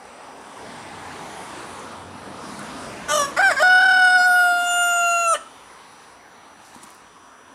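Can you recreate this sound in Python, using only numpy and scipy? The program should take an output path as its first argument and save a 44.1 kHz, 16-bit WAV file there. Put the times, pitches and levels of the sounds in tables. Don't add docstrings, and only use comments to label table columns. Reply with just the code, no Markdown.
import sys
import numpy as np
from scipy import signal
from scipy.fft import rfft, irfft, next_fast_len
from scipy.io import wavfile
from scipy.ndimage import uniform_filter1d

SR = 44100
rng = np.random.default_rng(int(sys.argv[2]) if len(sys.argv) > 2 else 0)


def invert_db(level):
    return 10 ** (np.asarray(level, dtype=float) / 20)


def file_out(sig):
    cols = np.atleast_2d(sig).T
    lim = np.clip(cols, -1, 1)
    pcm = np.round(lim * 32767).astype(np.int16)
    wavfile.write(sys.argv[1], SR, pcm)


N = 332778
T = np.arange(N) / SR

# [t/s, pitch f/Hz, effort level/dB, beak opening as gain per partial/dB]
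FIRST_NOTE = [(3.084, 587, -37, 8), (3.1, 581, -28.5, 0), (3.14, 604.7, -19.5, -4),
              (3.178, 596.6, -21, -3.5), (3.22, 567.5, -24, -3), (3.252, 558.7, -28, 6.5),
              (3.272, 560.4, -40.5, 4), (3.32, 557, -52, 6)]
SECOND_NOTE = [(3.366, 546.6, -32.5, 6), (3.387, 613.4, -14.5, 1.5), (3.394, 734, -13, -4),
               (3.411, 757, -15, 0), (3.418, 808, -21.5, -8), (3.43, 797, -14.5, 0),
               (3.445, 786.5, -13, 1.5), (3.483, 763, -16.5, -0.5), (3.502, 702, -15.5, 0)]
THIRD_NOTE = [(3.516, 610.4, -14, -3.5), (3.523, 549.6, -23.5, 9), (3.55, 597, -33, -6),
              (3.568, 546.7, -29.5, 10.5), (3.589, 530.6, -27, 11), (3.602, 597, -17, -1.5),
              (3.618, 618, -14.5, 0), (3.623, 650, -14, -6.5), (3.628, 670, -17, -7)]
FINAL_CRACK = [
    (5.343, 606, -20.5, -3.5),
    (5.351, 594, -22, -3.5),
    (5.37, 615, -29.5, 5),
    (5.38, 614, -35, -1),
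]
SECOND_PARTIAL_DB = (4.7, 1.5, 0.5, 1.5)
# [f/Hz, level/dB]
WINDPIPE = [(540, -3.5), (780, -6.5), (1150, -2.5), (1280, -13), (1530, -0.5), (1750, -7.5), (2300, -17)]
# [f/Hz, level/dB per Hz]
THROATS = [
    [(1120, -37), (1900, -4), (2580, -22), (2850, -6.5), (3030, 3.5), (3280, -5.5), (4120, -7.5),
     (4690, -28), (5700, -1), (6300, -7.5), (6800, -4), (7400, -17), (7740, -8.5), (10700, -13),
     (11700, -20), (13100, -27), (15500, -52)],
    [(1120, -35), (1900, 3), (2330, 1), (2560, -28), (3000, -9), (4340, -15), (5310, -2), (6160, -40),
     (6790, -11.5), (8610, -14), (9310, -28), (10600, -18), (11700, -40), (13100, -27), (15500, -56)],
    [(1120, -40), (1900, -10), (2230, -22), (2870, 5.5), (3450, -16.5), (4340, -17), (4650, -51),
     (5900, -18), (9480, -19), (15500, -57)],
]
THROAT_DB = (-13, -15, -8)
# [start t/s, end t/s, lowest multiple, highest multiple, change of level/dB]
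VEILS = [(3.07, 3.19, 3, 3, -5.5), (3.235, 3.33, 3, 3, -4.5), (3.358, 3.392, 3, 3, -7),
         (3.39, 3.43, 4, 27, -5.5), (3.43, 3.5, 6, 6, -5), (3.527, 3.57, 1, 3, -4),
         (3.18, 3.33, 11, 11, -5), (3.18, 3.33, 13, 13, -4), (3.185, 3.27, 14, 14, 6),
         (3.13, 3.33, 15, 15, -5), (3.085, 3.17, 11, 13, 4), (3.5, 3.6, 16, 27, -5), (3.507, 3.52, 2, 4, 4),
         (3.578, 3.592, 5, 27, -2), (3.597, 3.625, 5, 5, 9.5), (3.599, 3.63, 3, 3, -2.5),
         (5.36, 5.39, 2, 2, -4)]

# [t/s, pitch f/Hz, effort level/dB, beak opening as 2nd partial over 1st/dB]
HELD_NOTE = [
    (3.627, 731.7, -20.5, 6.5),
    (3.88, 738.5, -21, 6.5),
    (4.07, 733.5, -21.5, 7),
    (4.41, 719, -20, 3.5),
    (4.51, 706.8, -21, 2.5),
    (4.66, 704, -24, -3),
    (4.82, 703.2, -22.5, 2),
    (5.22, 684.7, -25.5, 2.5),
    (5.322, 661.3, -24.5, 8),
    (5.344, 612, -24.5, 2),
]
# [multiple of the pitch, level/dB]
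UPRIGHT = [(1, -7), (2, 0), (3, -23), (4, -17), (5, -22), (6, -28), (7, -17.5), (8, -36), (9, -39),
           (10, -52), (11, -28.5), (12, -31.5), (13, -57), (14, -41), (15, -48), (16, -55), (17, -44),
           (18, -53), (19, -46), (20, -68), (21, -70)]
BREAKING = [(1, -3), (2, 0), (3, -23), (4, -22), (5, -26), (6, -18.5), (7, -15.5), (8, -24.5), (9, -44),
            (10, -23), (11, -24), (12, -31), (13, -44), (14, -32), (15, -40), (16, -56), (17, -44),
            (18, -41), (19, -37), (20, -44), (21, -60)]
SINKING = [(1, -4), (2, 0), (3, -32), (4, -19.5), (5, -26.5), (6, -31.5), (7, -24), (8, -36), (9, -38),
           (10, -32), (11, -28), (12, -30), (13, -22), (14, -33), (15, -30.5), (16, -38), (17, -38),
           (18, -28.5), (19, -39), (20, -55), (21, -51)]
STRETCHED = [(1, -3), (2, 0), (3, -27), (4, -11), (5, -25), (6, -40.5), (7, -36.5), (8, -33.5), (9, -27.5),
             (10, -10), (11, -34), (12, -28), (13, -18), (14, -32), (15, -40), (16, -33.5), (17, -41),
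             (18, -29), (19, -44.5), (20, -43), (21, -48)]
SPENT = [(1, -4), (2, 0), (3, -29.5), (4, -7), (5, -30), (6, -25), (7, -38), (8, -32.5), (9, -27),
         (10, -10), (11, -32), (12, -29), (13, -31), (14, -24), (15, -32), (16, -33), (17, -39), (18, -35),
         (19, -32), (20, -41), (21, -45)]
POSTURE_S = [
    4.165,
    4.19,
    4.252,
    4.28,
    4.558,
    4.698,
    4.991,
    5.061,
]
# [start t/s, end t/s, multiple, change of level/dB]
SHIFTS = [(3.61, 3.7, 4, -9), (3.61, 3.69, 10, 21), (4.034, 4.17, 12, 9), (4.105, 4.2, 4, -6),
          (4.24, 4.36, 4, -12), (4.89, 5.061, 13, -9.5), (5.275, 5.4, 4, -15), (5.27, 5.4, 9, 10.5),
          (5.266, 5.4, 10, -12), (5.27, 5.4, 14, 11), (4.04, 4.2, 13, 7), (4.04, 4.13, 14, 7),
          (4.28, 4.36, 8, 8), (4.28, 4.36, 11, -12), (4.28, 4.36, 12, 7), (4.28, 4.36, 14, -10),
          (4.44, 4.6, 8, -10), (4.5, 4.6, 9, -4), (4.52, 4.76, 12, -7), (4.6, 4.69, 14, -12),
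          (4.28, 4.44, 13, -5), (4.5, 4.76, 6, 4), (4.5, 4.76, 5, 3.5), (4.598, 4.76, 11, 5),
          (4.68, 4.76, 3, -6), (4.68, 4.92, 19, -10), (4.76, 5.16, 11, -6), (4.76, 4.86, 7, -8),
          (4.78, 5.07, 14, -7), (4.92, 5.0, 12, 7), (5.16, 5.4, 18, -9), (5.24, 5.4, 3, -7),
          (5.24, 5.4, 7, -9), (5.25, 5.4, 11, 10)]
# [t/s, pitch kick f/Hz]
FLUTTER = [(3.66, 8), (3.69, 8), (3.718, 8), (3.746, 15), (3.772, 8), (3.797, 26), (3.8235, 38),
           (3.8495, 82), (3.877, 72), (3.902, 38), (3.93, 36), (3.957, 20), (3.983, 20), (4.01, 15),
           (4.036, 8), (4.063, 6)]
CHOKE_DB = [
    -7,
    -7.5,
]

# [t/s, half length/s, hoarseness 0-1]
BREAKS = [(3.08, .03, .6), (3.17, .2, .27), (3.295, .08, .5), (3.368, .024, .6), (3.41, .045, .36),
          (3.42, .02, .7), (3.512, .022, .9), (3.545, .04, .65), (3.595, .04, .36), (3.625, .012, .5),
          (3.8, .4, .11), (4.205, .06, .12), (5.357, .04, .7)]
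HALF_DB = (-19, -9, 2.5, 4, -0.5)

# [t/s, tick level/dB, snap level/dB, thump level/dB, thump f/Hz]
CREAKS = [(0.0538, -40, -76, -39, 820), (0.4135, -40, -72, -40, 1040), (0.5764, -50, -63.5, -35, 1090),
          (1.7935, -33, -69, -38, 970), (2.593, -29, -53, -36, 214), (6.749, -43, -63, -35, 950),
          (6.7616, -42, -78.5, -41.5, 247), (6.7742, -48, -64, -45, 1060), (6.8185, -47, -62, -58, 807),
          (6.8316, -36, -60, -47, 982), (6.834, -32, -62, -55, 982), (6.8401, -29, -58, -45, 207),
          (6.8507, -47, -57, -52, 937), (6.904, -35, -56, -55, 1010), (6.948, -42, -51, -53, 1010)]
# [t/s, half length/s, level over the rest/dB]
RUSTLE = [
    (6.662, 0.06, 6),
    (6.752, .012, 9),
    (6.836, 0.02, 14),
    (6.88, .08, 2.5),
]

# [f/Hz, level/dB per Hz]
AIR = [(15, -54), (25, -26), (96, -9), (267, -0.5), (340, -3.5), (599, -4), (947, -0.5), (1210, -3),
       (2120, -12), (5020, -19), (6580, -24), (9850, -20), (11900, -35.5), (13600, -32), (15600, -46)]
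# [low f/Hz, high f/Hz]
BANDS_HZ = [
    (80, 400),
    (600, 1600),
    (2500, 11000),
    (12000, 15500),
]
# [level/dB, share of road, share of wind, share of the gain drop]
LAYERS = [
    (-44.5, 0.94, .1, 1),
    (-40.5, 0.034, 0.44, 0.94),
    (-48, 0.013, 0.99, 0.91),
    (-74, .1, .9, .6),
]
# [t/s, level/dB]
ROAD = [
    (0, -12),
    (.57, -8),
    (.61, 0),
    (2.02, -2),
    (2.2, 1),
    (3.1, 4.5),
    (5.5, -6),
    (7.55, -9),
]
# [t/s, level/dB]
WIND = [(0, -6), (.31, -4.5), (.57, -0.5), (1.56, 4.5), (1.91, 0.5), (2.06, -3.5), (2.34, -1.5), (2.49, 4),
        (3.06, 3), (5.5, 2.5), (6.24, -2.5), (6.8, 0.5), (7.11, -3.5), (7.55, -3)]
# [t/s, half length/s, level over idle/dB]
ENGINE_SURGES = [
    [(0, .3, 9), (1.2, .9, 8), (3.2, 1.6, 18.5), (4.64, 1.1, 13.5), (6, 1.2, 5)],
    [(1.0, 0.57, 20), (2.1, 1.3, 21.5), (3.3, 1.4, 11), (5.0, .6, 6), (6.8, 0.57, 1.5)],
]
ENGINE_IDLE_DB = (-75, -73)


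def walk(rate):
    k = int(SR / rate)
    steps = np.repeat(rng.standard_normal(N // k + 1), k)
    w = uniform_filter1d(uniform_filter1d(steps, k), k)[:N]
    return w / w.std()


def columns(rows):
    s, *rest = np.transpose(rows)
    return [np.interp(T, s, c) for c in rest]


def gate(start_s, end_s, edge_s):
    return np.clip(np.minimum(T - start_s, end_s - T) / edge_s, 0, 1)


def swells(rows):
    return np.max([top * np.clip(1 - np.abs(T - s) / np.abs(half), 0, 1) for s, half, top in rows], axis=0)


def shape_db(points, hz):
    table = np.array(points)
    return np.interp(np.log(hz), np.log(table[:, 0]), table[:, 1])


def band(x, lo_hz, hi_hz):
    sos = signal.butter(2, [lo_hz, min(hi_hz, .45 * SR)], "bandpass", fs=SR, output="sos")
    return signal.sosfilt(sos, x)


def unit(x):
    return x / np.sqrt(np.mean(x ** 2))


def broken_notes():
    all_notes = sum(map(list, (FIRST_NOTE, SECOND_NOTE, THIRD_NOTE, FINAL_CRACK)), [])
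    hz, level_db, open_db = columns(all_notes)
    low_db = [level_db + shape_db(WINDPIPE, k * hz) + (k - 2) * open_db for k in range(1, 4)]
    note_ends = [FIRST_NOTE[-1][0], SECOND_NOTE[-1][0], THIRD_NOTE[-1][0]]
    low_db[1] = low_db[1] + np.array(SECOND_PARTIAL_DB)[np.digitize(T, note_ends)]

    effort_db = 10 * np.log10(sum(invert_db(2 * d) for d in low_db))
    which_throat = np.digitize(T, [3.32, 4.5])
    upper_db = []
    for k in range(4, 28):
        colours = [shape_db(c, k * hz) + db for c, db in zip(THROATS, THROAT_DB)]
        upper_db.append(effort_db + np.choose(which_throat, colours))

    throb_db, throb_hz, throb_period_s = 3.5, 10, .0214
    throb = gate(3.11, 3.24, 0.052) * np.cos(2 * np.pi * (T - 3.157) / throb_period_s)
    db = [d + throb_db * throb for d in low_db] + [d + throb_db / 2 * throb for d in upper_db]
    for start, end, low, high, change_db in VEILS:
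        change = change_db * gate(start, end, 0.0068)
        db = [d + change if round(low) <= k <= round(high) else d for k, d in enumerate(db, 1)]

    spans = [(FIRST_NOTE, FIRST_NOTE), (SECOND_NOTE, THIRD_NOTE), (FINAL_CRACK, FINAL_CRACK)]
    on = sum(gate(a[0][0] - .003, b[-1][0] + .003, .005) for a, b in spans)
    return syrinx(uniform_filter1d(hz, size=90) + throb_hz * throb, db, on)


def held_note():
    hz, first_db, open_db = columns(HELD_NOTE)
    start_s, end_s = HELD_NOTE[0][0], HELD_NOTE[-1][0]

    falter_s, length_s, period_s = 4.2, 0.096, 0.116
    falter = np.exp(-((T - falter_s) / length_s) ** 2) * np.cos(2 * np.pi * (T - falter_s) / period_s)
    hz = hz - 8.8 * falter
    falter_db = -2.5 * falter

    slip_rise_s, slip_fall_s = .005, .0035
    kick_hz = 0
    for s, kick in FLUTTER:
        slip = kick * np.exp(np.minimum((T - s) / slip_rise_s, (s - T) / slip_fall_s))
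        kick_hz = kick_hz + uniform_filter1d(slip, size=70)

    effort_db = uniform_filter1d(first_db, size=4000) + 6.0
    db = []
    for a, e, b, c, d in zip(UPRIGHT, BREAKING, SINKING, STRETCHED, SPENT):
        path_db = [a[1], e[1] - 3, e[1] - 3, b[1] - 3, b[1] - 3, c[1] - 2, c[1] - 2, d[1] - 1.5]
        db.append(effort_db + np.interp(T, POSTURE_S, path_db))
    db[0] = first_db - falter_db
    db[1] = first_db + open_db + falter_db
    for start, end, k, change_db in SHIFTS:
        db[round(k) - 1] = db[round(k) - 1] + change_db * gate(start, end, 0.0076)

    cycle = 2 * np.pi * (T - 3.8505) / .0267
    beads_db = 0.68 * np.cos(cycle) * gate(start_s, 4.214, 0.065)
    for k in range(2, len(db) + 1):
        choke_db = CHOKE_DB[k > 2] * (kick_hz / 80) ** (2 if k == 2 else 1)
        db[k - 1] = db[k - 1] + choke_db - min(k / 2, 3) * beads_db
    on = gate(start_s - .004, end_s + 0.002, 0.0072)
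    return syrinx(hz + kick_hz, db, on, 0.0075 * kick_hz)


def syrinx(hz, partial_db, on, rasp=0):
    hoarse, half_db, breath_db = voice()
    hoarse, breath_db = hoarse + rasp, breath_db + 30 * rasp
    wavering = 1 + 0.055 * hoarse * walk(500) + 0.0005 * walk(90)
    phase = 2 * np.pi * np.cumsum(hz * wavering) / SR
    out, last = 0, 0
    for k, db in enumerate(partial_db, 1):
        drift_db = np.clip(.4 * (k - 4), .2, 2) * (.7 * walk(7) + walk(35))
        size = invert_db(uniform_filter1d(db, size=130) + drift_db) * (k * hz < 15600)
        turn = rng.uniform(0, 2 * np.pi) + 0.17 * walk(6)
        out = out + size * np.sin(k * phase + turn)
        half_size = invert_db(half_db + HALF_DB[min(k, len(HALF_DB)) - 1]) * np.sqrt(size * last)
        out = out + half_size * np.sin((k - .5) * phase + turn)
        out = out + invert_db(breath_db + 1.1 * k) * size * np.sin(k * phase) * walk(700)
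        last = size
    call = on * out * invert_db(1.3 * hoarse * walk(110))
    return np.sqrt(2) * band(band(call, 400, 18000), 390, 19000)


def voice():
    usual = np.where(T < HELD_NOTE[0][0], .14, .07)
    hoarse = np.maximum(usual, swells(BREAKS))
    half_db = np.minimum(-44 + 58 * hoarse, -6)
    doubled = gate(3.065, 3.135, 0.013) + gate(3.355, 3.392, 0.013)
    doubling_db = 6
    half_db = half_db + doubled * (doubling_db - half_db)
    return hoarse, half_db, np.minimum(-33.5 + 52 * hoarse, -12)


def trunks(x):
    t60_s, gap_s, scatter_db = .38, .018, -19
    slap_s, slap_db = .042, -24
    t = T[:SR // 2]
    echoes = band(rng.standard_normal(len(t)), 460, 9900) * invert_db(-60 * t / t60_s) * (t > gap_s)
    scattered = signal.fftconvolve(x, echoes / np.linalg.norm(echoes))[:N]
    slap = band(np.interp(T - slap_s, T, x, left=0), 900, 2500)
    return invert_db(scatter_db) * scattered + invert_db(slap_db) * slap


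def camera():
    whine = np.sqrt(2) * invert_db(-63 + 0.97 * walk(22)) * np.sin(2 * np.pi * 5880 * T)
    since = np.maximum(T - 5.4, 0)
    climb_hz = 11200 - 1400 * np.exp(-since / 1.1) + 70 * walk(150)
    climb_size = (T > 5.4) * invert_db(-61 - 5 * since + 3 * walk(20))
    climb = climb_size * np.sin(2 * np.pi * np.cumsum(climb_hz) / SR)
    hiss = invert_db(-82) * unit(band(rng.standard_normal(N), 13000, 16000))

    rough = rng.standard_normal(N) * invert_db(2.2 * walk(300))
    grains = unit(band(band(rough, 3000, 11700), 2500, 11700))
    rustle = gate(6.55, 7.05, 0.11) * invert_db(-58.5 + swells(RUSTLE)) * grains
    out = whine + hiss + climb + rustle

    t = T[:SR // 40]
    for s, tick_db, snap_db, thump_db, hz in CREAKS:
        chance = rng.standard_normal(len(t))
        tick = band(chance * np.exp(-t / 0.001), 7300, 10200)
        snap = band(chance * np.exp(-t / .0003), 12500, 15000)
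        thump = np.exp(-t * hz / 2.5) * np.sin(2 * np.pi * hz * t)
        parts = [(tick_db, tick), (snap_db + 12, snap), (thump_db + 3.5, thump)]
        i = int(s * SR)
        out[i:i + len(t)] += sum(invert_db(d) * v / np.abs(v).max() for d, v in parts)
    return out


def far_engine():
    out = 0
    for idle_db, surges, (hz, width_hz) in zip(ENGINE_IDLE_DB, ENGINE_SURGES, [(58, 4.3), (92, 6.9)]):
        hum = unit(band(rng.standard_normal(N), hz - width_hz, hz + width_hz))
        out = out + invert_db(idle_db + swells(surges)) * hum
    return out


def road_and_leaves():
    size = next_fast_len(N)
    f = np.maximum(np.arange(size // 2 + 1) * SR / size, 1)
    air = rfft(rng.standard_normal(size)) * invert_db(shape_db(AIR, f))
    road_db, wind_db = columns(ROAD)[0], columns(WIND)[0]
    duck_db = -8 * (1 - np.exp(-np.maximum(T - 3.26, 0) / 0.99))
    gains = []
    for (level_db, road, wind, duck), (lo, hi) in zip(LAYERS, BANDS_HZ):
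        wanted_db = level_db + road * road_db + wind * wind_db + duck * duck_db
        power = 2 * np.sum(np.abs(air[(f > lo) & (f < hi)]) ** 2) / size ** 2
        gains.append(wanted_db - 10 * np.log10(power))

    knots = np.log([180, 1000, 4000, 11600, 11900])
    out = 0
    for hz in 11750 * 2 ** (np.arange(-26.5, 2) / 3):
        place = np.interp(np.log(hz), knots, [0, 1, 2, 2, 3])
        k = min(int(place), 2)
        blend_db = gains[k] + (place - k) * (gains[k + 1] - gains[k])
        db = blend_db + 1.15 * walk(2.91) + 1.45 * walk(14)
        db = db - 6 * (hz < 230) * gate(3.26, 5.6, 0.18)
        third_octave = np.abs(np.log2(f / hz)) <= 1 / 6
        out = out + invert_db(db) * irfft(air * third_octave, size)[:N]
    return out


def scene():
    crow = broken_notes() + held_note()
    return (crow + trunks(crow) + camera() + far_engine() + road_and_leaves())[None]


def low_pass(x):
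    return signal.sosfilt(signal.butter(12, 15710, fs=SR, output="sos"), x)


def record(dry):
    dead_spot = signal.butter(2, [11600, 11980], "bandstop", fs=SR, output="sos")
    bass_cut = signal.butter(3, 45, "highpass", fs=SR, output="sos")
    mix = signal.sosfilt(np.vstack([dead_spot, bass_cut]), dry)
    return low_pass(mix)


dry = scene()
out = record(dry)
file_out(out)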